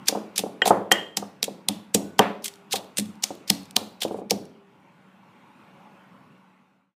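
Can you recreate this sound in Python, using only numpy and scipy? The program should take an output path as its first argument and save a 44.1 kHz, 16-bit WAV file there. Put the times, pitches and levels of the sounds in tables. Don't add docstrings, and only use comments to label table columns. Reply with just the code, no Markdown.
import sys
import numpy as np
from scipy import signal
from scipy.fft import rfft, irfft
from scipy.io import wavfile
from scipy.ndimage import uniform_filter1d

SR = 44100
rng = np.random.default_rng(int(sys.argv[2]) if len(sys.argv) > 2 else 0)


def unload_wav(signal):
    wavfile.write(
        sys.argv[1],
        SR,
        np.round(np.clip(np.atleast_2d(signal).T, -1, 1) * 32767).astype(np.int16),
    )


def invert_db(x):
    u = np.asarray(x, float) / 20
    return 10 ** u


N = 307192
SPAN = 4096
BINS = np.fft.rfftfreq(SPAN, 1 / SR) + 1
PRE = 200


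def evened(x):
    return x / np.sqrt(np.mean(x ** 2) + 1e-20)


def read(points, hz):
    f, value = np.transpose(points)
    return np.interp(np.log(hz + 1), np.log(f + 1), value)


def add(mix, s, sound):
    part = mix[..., round(s * SR):][..., :sound.shape[-1]]
    part += sound[..., :part.shape[-1]]


def ring(hz, db, t60, phase, rise=0.0022, size=16000):
    pole = np.atleast_1d(2j * np.pi * hz - np.log(1000) / t60)[:, None] / SR
    turn = 2j * np.pi * np.reshape(phase, (-1, 1))
    coarse = invert_db(np.atleast_1d(db))[:, None] * np.exp(pole * np.arange(0, size, 50) + turn)
    fine = np.exp(pole * np.arange(50))
    modes = (coarse.T @ fine).imag.ravel()
    return modes * (1 - np.exp(-np.arange(size) / SR / rise)) ** 2


def click(colour_db, like):
    pulse = np.fft.fftshift(irfft(invert_db(colour_db)))[SPAN // 2 - PRE:]
    return pulse * np.linalg.norm(like) / np.linalg.norm(pulse)


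def flutter(size, width, depth):
    wobble = rng.standard_normal(size)
    for _ in range(2):
        wobble = uniform_filter1d(wobble, width)
    return (1 + depth * evened(wobble)) / np.sqrt(1 + depth ** 2)


# (time [s], level [dB])
PASSING = [
    (0, -52.5),
    (1, -60),
    (3.5, -57),
    (4.6, -62),
    (5.201, -59),
    (5.8, -56),
    (6.15, -57.5),
    (6.97, -57),
]


def passing_db(t):
    s, db = np.transpose(PASSING)
    return np.interp(t, s, db)


# (frequency [Hz], density [dB per Hz])
AIR = [(18, -90), (30, -59), (75, -37), (103, -17), (189, -2), (415, -17), (554, -16.5), (702, -17),
       (866, -11.5), (1460, -19.5), (1720, -22), (2540, -22.5), (4780, -38.5), (14800, -48.5), (16000, -66)]


def traffic():
    frames, hz = N // 256 + 5, np.fft.rfftfreq(1024, 1 / SR)
    a, b, patches = rng.standard_normal((3, len(hz), frames))
    patches = uniform_filter1d(patches, size=6, axis=0)
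    patches = evened(uniform_filter1d(patches, size=14, axis=1))
    z = (a + 1j * b) * invert_db(read(AIR, hz)[:, None] + 2.2 * patches)
    high = 1 / (1 + (500 / (hz + 1)) ** 8)[:, None]
    rumble = evened(signal.istft(z * (1 - high), nperseg=1024, noverlap=768)[1][:N])
    hiss = evened(signal.istft(z * high, nperseg=1024, noverlap=768)[1][:N])
    rumble_db = 1
    return (rumble * invert_db(rumble_db) + hiss) * invert_db(passing_db(np.arange(N) / SR))


# (frequency [Hz], level [dB])
HUM = [(188.4, -60), (559.9, -71.5), (850.6, -70), (1082, -71), (1130, -72.5), (1351, -74.5), (1453, -72.5),
       (2288, -81.5), (2573, -80.5), (2789, -79)]


def house_hum():
    out = np.zeros(N)
    t = np.arange(N) / SR
    at = np.linspace(0, t[-1], 60)
    for line_hz, db in HUM:
        wander, waver = rng.standard_normal((2, 60))
        turns = np.cumsum(line_hz * (1 + 0.0036 * np.interp(t, at, wander))) / SR
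        level = invert_db(db + 1.9 * waver + passing_db(at) + 59)
        out += np.interp(t, at, level) * np.sin(2 * np.pi * turns)
    return out


# (frequency [Hz], density [dB per Hz])
PULP = [(500, -42), (1200, -16), (2000, -5), (3500, 0), (6000, -3), (9000, -5), (13000, -9.5),
        (15300, -12.5), (16500, -39)]


def crush(rows, linger_db=-22):
    out = np.zeros((2, N))
    t_ms = (np.arange(SPAN) - SPAN // 2) / SR * 1000
    pulp_db = read(PULP, BINS)
    sent_gain = invert_db(linger_db + 1)
    for s, db, rise_ms, fall_ms, peak_hz in rows:
        noise, grit = rng.standard_normal((2, SPAN))
        gritty = noise * invert_db(3.6 * evened(uniform_filter1d(grit, size=12)))
        colour_db = pulp_db + 6 * np.exp(-(np.log2(BINS / peak_hz) / .4) ** 2)
        away = np.where(t_ms < 0, -t_ms / rise_ms, t_ms / fall_ms)
        crack = invert_db(-12 * away)
        squash = invert_db(-22 - np.where(t_ms < 0, 6.5, 1.6) * away) * np.where(t_ms < 0, .25, 1)
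        shape = crack + squash
        burst = irfft(rfft(gritty * shape * signal.windows.tukey(SPAN, .5)) * invert_db(colour_db))
        burst *= invert_db(db) * np.linalg.norm(shape) / np.linalg.norm(burst)
        start = s - SPAN / 2 / SR
        add(out[0], start, burst)
        snap_db = 5.5 - 2.2 * (rise_ms + fall_ms)
        add(out[0], s - PRE / SR, invert_db(snap_db) * click(colour_db, burst))
        add(out[1], s, sent_gain * click(.55 * colour_db + 0.41 * pulp_db, burst))
        add(out[1], start, sent_gain * burst)
    return out


# (time [s], peak [dB], fall by 12 dB [ms])
TOUCHES = [(0.058, -49, 31.5), (0.3603, -32, 33), (0.9132, -34.5, 10.5), (2.185, -36.5, 15.5),
           (2.423, -53.5, 34.5), (2.711, -39.5, 20), (2.7222, -28, 20.5), (3.225, -38.5, 29.5),
           (3.477, -37.5, 36.5), (4.0064, -40, 28), (4.3, -33, 15)]


def touches():
    rise_ms, bright_hz = 1.7, 5200
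    return crush([(s, db, rise_ms, fall_ms, bright_hz) for s, db, fall_ms in TOUCHES], linger_db=-23.5)


# (frequency [Hz], t60 [s])
ECHO = [(150, 0.59), (500, 0.51), (1500, 0.36), (4000, 0.43), (9000, 0.34), (15000, 0.39)]
# (frequency [Hz], level [dB])
ECHO_TONE = [(150, 4), (1000, 0.), (2000, -1.5), (5000, -3.5), (9000, -3), (15000, -5)]


def room(x):
    size = (3, SR // 2)
    taps = rng.choice([-1., 1.], size) * (rng.random(size) < .12)
    hz, t, z = signal.stft(taps, SR, nperseg=256)
    decay_db = read(ECHO_TONE, hz)[:, None] - 60 * t / read(ECHO, hz)[:, None]
    tails = signal.istft(z * invert_db(decay_db), SR, nperseg=256)[1]
    tails *= 1 - np.exp(-np.arange(tails.shape[1]) / SR / 0.0034)
    tails /= np.linalg.norm(tails[0])
    cycle = np.arange(N) / SR * 1.3 + np.arange(3)[:, None] / 3
    turn = np.cos(np.pi * cycle) * np.sqrt(2 / 3)
    return signal.oaconvolve(x * turn, tails, axes=1)[:, :N].sum(0)


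# (time [s], peak [dB], fall by 12 dB [ms], brightest [Hz])
SQUASHES = [(0.0733, -32, 8, 2900), (0.3806, -15, 5.5, 9230), (0.3925, -21.5, 7, 2970),
            (0.6576, -22, 7.5, 3900), (.67, -25, 18, 8210), (0.6788, -19.5, 7, 10030),
            (0.6966, -32.5, 9.5, 7874), (1.4424, -21.5, 4.5, 7400), (2.4581, -24.5, 6.5, 7800),
            (2.481, -29.5, 4, 2396), (2.7589, -24, 11.5, 3700), (2.9968, -24, 4.5, 9000),
            (3.5503, -39, 1, 9200), (4.0198, -21, 6.5, 3210), (4.032, -24, 9.5, 3410),
            (4.0818, -43.5, 5, 2770), (4.125, -57.5, 42, 9000), (4.175, -58, 44, 9000)]


def squashes():
    return crush([(s, db, 0.42 * fall_ms, fall_ms, hz) for s, db, fall_ms, hz in SQUASHES])


# (time [s], peak [dB], rise to 12 dB [ms], fall by 12 dB [ms], brightest [Hz])
CRACKS = [(0.085, -10, 3.5, 4.5, 5700), (.9165, -21.5, 2.2, 4.5, 12000), (0.9216, -11, 1.5, 2.5, 7000),
          (1.1709, -16.5, 1.8, 6, 6580), (1.4294, -14, 1.8, 2, 4760), (1.6869, -9, 1.3, 1.5, 3500),
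          (1.9472, -11, 2.5, 6, 7400), (2.1926, -10, 0.7, 1.46, 2500), (2.4443, -27, 2.5, 15, 11570),
          (2.7311, -18.5, 7.5, 5.5, 3340), (2.9714, -23.5, 0.2, 5.5, 8140), (2.986, -17, 6, 4, 8900),
          (3.2407, -11, 3.5, 2, 6370), (3.5021, -5.5, 2.5, 1.5, 4500), (3.7659, -7, 2.5, 1.5, 4030),
          (4.309, -12.5, 1.5, 3.5, 5640)]


def cracks():
    return crush(CRACKS)


# (frequency [Hz], level [dB], t60 [s])
MORTAR = [(338, -1.5, .06), (448, 1, 0.058), (504, 2.5, 0.035), (628, 6, 0.011), (743, 2.5, 0.056),
          (892, -1.5, 0.054), (1074, -4.5, .035), (1196, -4, 0.054), (1460, -6.5, .03)]
# (frequency [Hz], level [dB], t60 [s])
SLAB = [(104, -15, .3), (152, -13.5, 0.083), (203.7, 2, .21), (283.4, -8, .28), (326.5, -14, .2)]


def land(rows, echo_db, damping):
    out = np.zeros((2, N))
    hz, db, t60 = np.transpose(MORTAR)
    low_hz, low_db, low_t60 = np.transpose(SLAB)
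    for s, knock_db, centre_hz, thump_db in rows:
        u, v, w = rng.random((3, len(hz)))
        near_db = -9 * np.log2(hz / centre_hz) ** 2 + 8.9 * v
        body = ring(hz * (1 + 0.11 * (u - .5)), db + near_db, t60 / damping, .1 * w, rise=0.0013, size=4000)
        slap = ring(300 + .6 * centre_hz, 11, 0.013, 0, rise=0.0008, size=4000)
        knock = body + slap
        knock *= invert_db(knock_db) / abs(knock).max()
        add(out[0], s + .0014, knock)
        echo_colour_db = -6.5 * np.log2(BINS / (0.78 * centre_hz)) ** 2
        add(out[1], s, invert_db(echo_db - 4) * click(echo_colour_db, knock))

        u, v, w = rng.random((3, len(low_hz)))
        thump_hz = low_hz * (1 + 0.043 * (u - .5))
        thump = ring(thump_hz, low_db + 3.4 * v, low_t60, w, rise=0.0038, size=12000)
        add(out[1], s, invert_db(thump_db - 13) * thump[:1500])
        add(out[0], s, invert_db(thump_db - 1) * thump * flutter(len(thump), width=350, depth=.25))
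    return out


# (time [s], knock [dB], knock centre [Hz], thump [dB])
BLOWS = [(0.09, -21.5, 675, -34), (.388, -26, 500, -30.5), (0.618, -15, 577, -42.5),
         (.705, -1.5, 734, -22.5), (.914, -9, 695, -31.5), (1.169, -23.5, 730, -30),
         (1.426, -28, 496, -39.5), (1.688, -24, 697, -24.5), (1.947, -12.5, 468, -18.5),
         (2.191, -3, 897, -21.5), (2.736, -16, 700, -35), (2.985, -25.5, 401, -23.5),
         (3.235, -29.5, 726, -48), (3.501, -23, 716, -20), (3.763, -19, 800, -29), (4.02, -28, 785, -51),
         (4.311, -13.5, 428, -24.5)]


def blows():
    return land(BLOWS, echo_db=-6.5, damping=1.2)


# (time [s], knock [dB], knock centre [Hz])
ROCKS = [(0.124, -16, 463), (.149, -18.5, 743), (.171, -18.5, 471), (.436, -14.5, 460), (0.461, -21, 468),
         (0.657, -10, 727), (0.674, -9, 649), (1.223, -24, 729), (1.479, -20.5, 428), (2.198, -7, 600),
         (3.304, -21.5, 468), (3.814, -28.5, 463), (4.049, -12, 474), (4.109, -18, 471),
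         (4.143, -18.5, 468), (4.186, -23.5, 452), (4.216, -25.5, 471)]


def rocks():
    return land([(s, db, hz, -30.5 + 0.4 * db) for s, db, hz in ROCKS], echo_db=-7.5, damping=1.6)


# (frequency [Hz], level [dB], t60 in the hand [s], t60 free [s])
PESTLE = [(1525, -8.5, 0.027, .2), (1880, 3.5, 0.019, .22), (2500, -3.5, 0.012, 0.17),
          (2900, -7.5, 0.057, 0.22), (3170, -2.5, .05, .48), (4130, -16, .012, .2), (5400, -17, .012, .2),
          (7400, -25, 0.083, .35), (12000, -33, .05, .2)]
# (time [s], level [dB], long ring share [dB], tilt [dB per octave], damping [factor],
# echo [dB])
CLANKS = [
    (0.6187, -6, -31, -3.5, 0.92, -20),
    (0.9153, -4, -14.5, -4, 0.99, -20),
    (2.192, -2.5, -33, 1, 2.6, -8.5),
]


def clanks():
    out = np.zeros((2, N))
    hz, db, held_t60, free_t60 = np.transpose(PESTLE)
    for s, blow_db, free_db, tilt_db, damping, echo_db in CLANKS:
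        phases = rng.random((5, len(hz)))
        tone_db = blow_db + db + tilt_db * np.log2(hz / hz[1])
        sound = ring(hz, tone_db, held_t60 / damping, .2 * phases[0], rise=0.00039)
        add(out[1], s + .009, invert_db(echo_db) * click(-7 * np.log2(BINS / 1500) ** 2, sound))
        add(out[1], s, invert_db(free_db + 4) * sound)
        tick = click(-6 * np.log2(BINS / 2000) ** 2, sound)
        add(out[0], s - PRE / SR, invert_db(-19.5) * tick)
        rough = flutter(len(sound), width=200, depth=.35)
        long_db = tone_db + 34 * np.log10(free_t60 / free_t60.max()) + free_db - 2.5
        for split, phase in zip((.972, .9893, 1.0003, 1.0047, 1.019), phases):
            off = abs(split - 1)
            t60 = free_t60 / damping / (1 + 40 * off)
            sound = sound + rough * ring(hz * split, long_db - 220 * off, t60, phase, rise=.004)
        add(out[0], s, sound)
    return out


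# (time [s], frequency [Hz], level [dB], t60 [s])
FAR_RINGS = [
    (1.99, 1480, -55, 1.5),
    (2.02, 1530, -59, 1.1),
    (2.3, 400, -47, 1.8),
    (4.34, 398, -48, 1.8),
]


def far_rings():
    out = np.zeros(N)
    fade = signal.windows.tukey(SR, .3)[SR // 2:]
    for s, hz, db, t60 in FAR_RINGS:
        add(out, s, ring(hz, db, t60, 0, rise=0.024, size=SR // 2) * fade)
    return out


# (time [s], peak [dB], brightest [Hz])
CRUMBS = [(2.5391, -46, 3790), (2.558, -51.5, 9000), (2.8459, -51, 3100), (3.0584, -44.5, 3295),
          (3.1558, -55, 4800), (3.353, -48.5, 12000), (3.633, -50.5, 8000), (3.656, -49, 7000),
          (3.7101, -41, 8000), (4.4548, -50.5, 5280)]


def crumbs():
    rise_ms, fall_ms = 1.8, 1.3
    return crush([(s, db, rise_ms, fall_ms, hz) for s, db, hz in CRUMBS])


def scene():
    direct, sent = touches() + squashes() + cracks() + blows() + rocks() + clanks() + crumbs()
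    background = traffic() + house_hum()
    fade_from_s, fade_to_s = 6.16, 6.946
    fade = np.clip((fade_to_s - np.arange(N) / SR) / (fade_to_s - fade_from_s), 0, 1)
    return (fade * (direct + far_rings() + room(sent) + background))[None]


def top_cut(x):
    return signal.sosfilt(signal.butter(12, 16450, fs=SR, output="sos"), x)


def record(dry):
    thin = signal.sosfilt(signal.butter(N=2, Wn=95, btype="high", fs=SR, output="sos"), dry)
    edge = signal.firwin(191, 15600, window=("kaiser", 8), fs=SR)
    limited = signal.oaconvolve(np.clip(thin, -1, 1), edge[None], "same")
    finished = np.clip(limited, -.97, .97)
    return top_cut(finished)


dry = scene()
out = record(dry)
unload_wav(out)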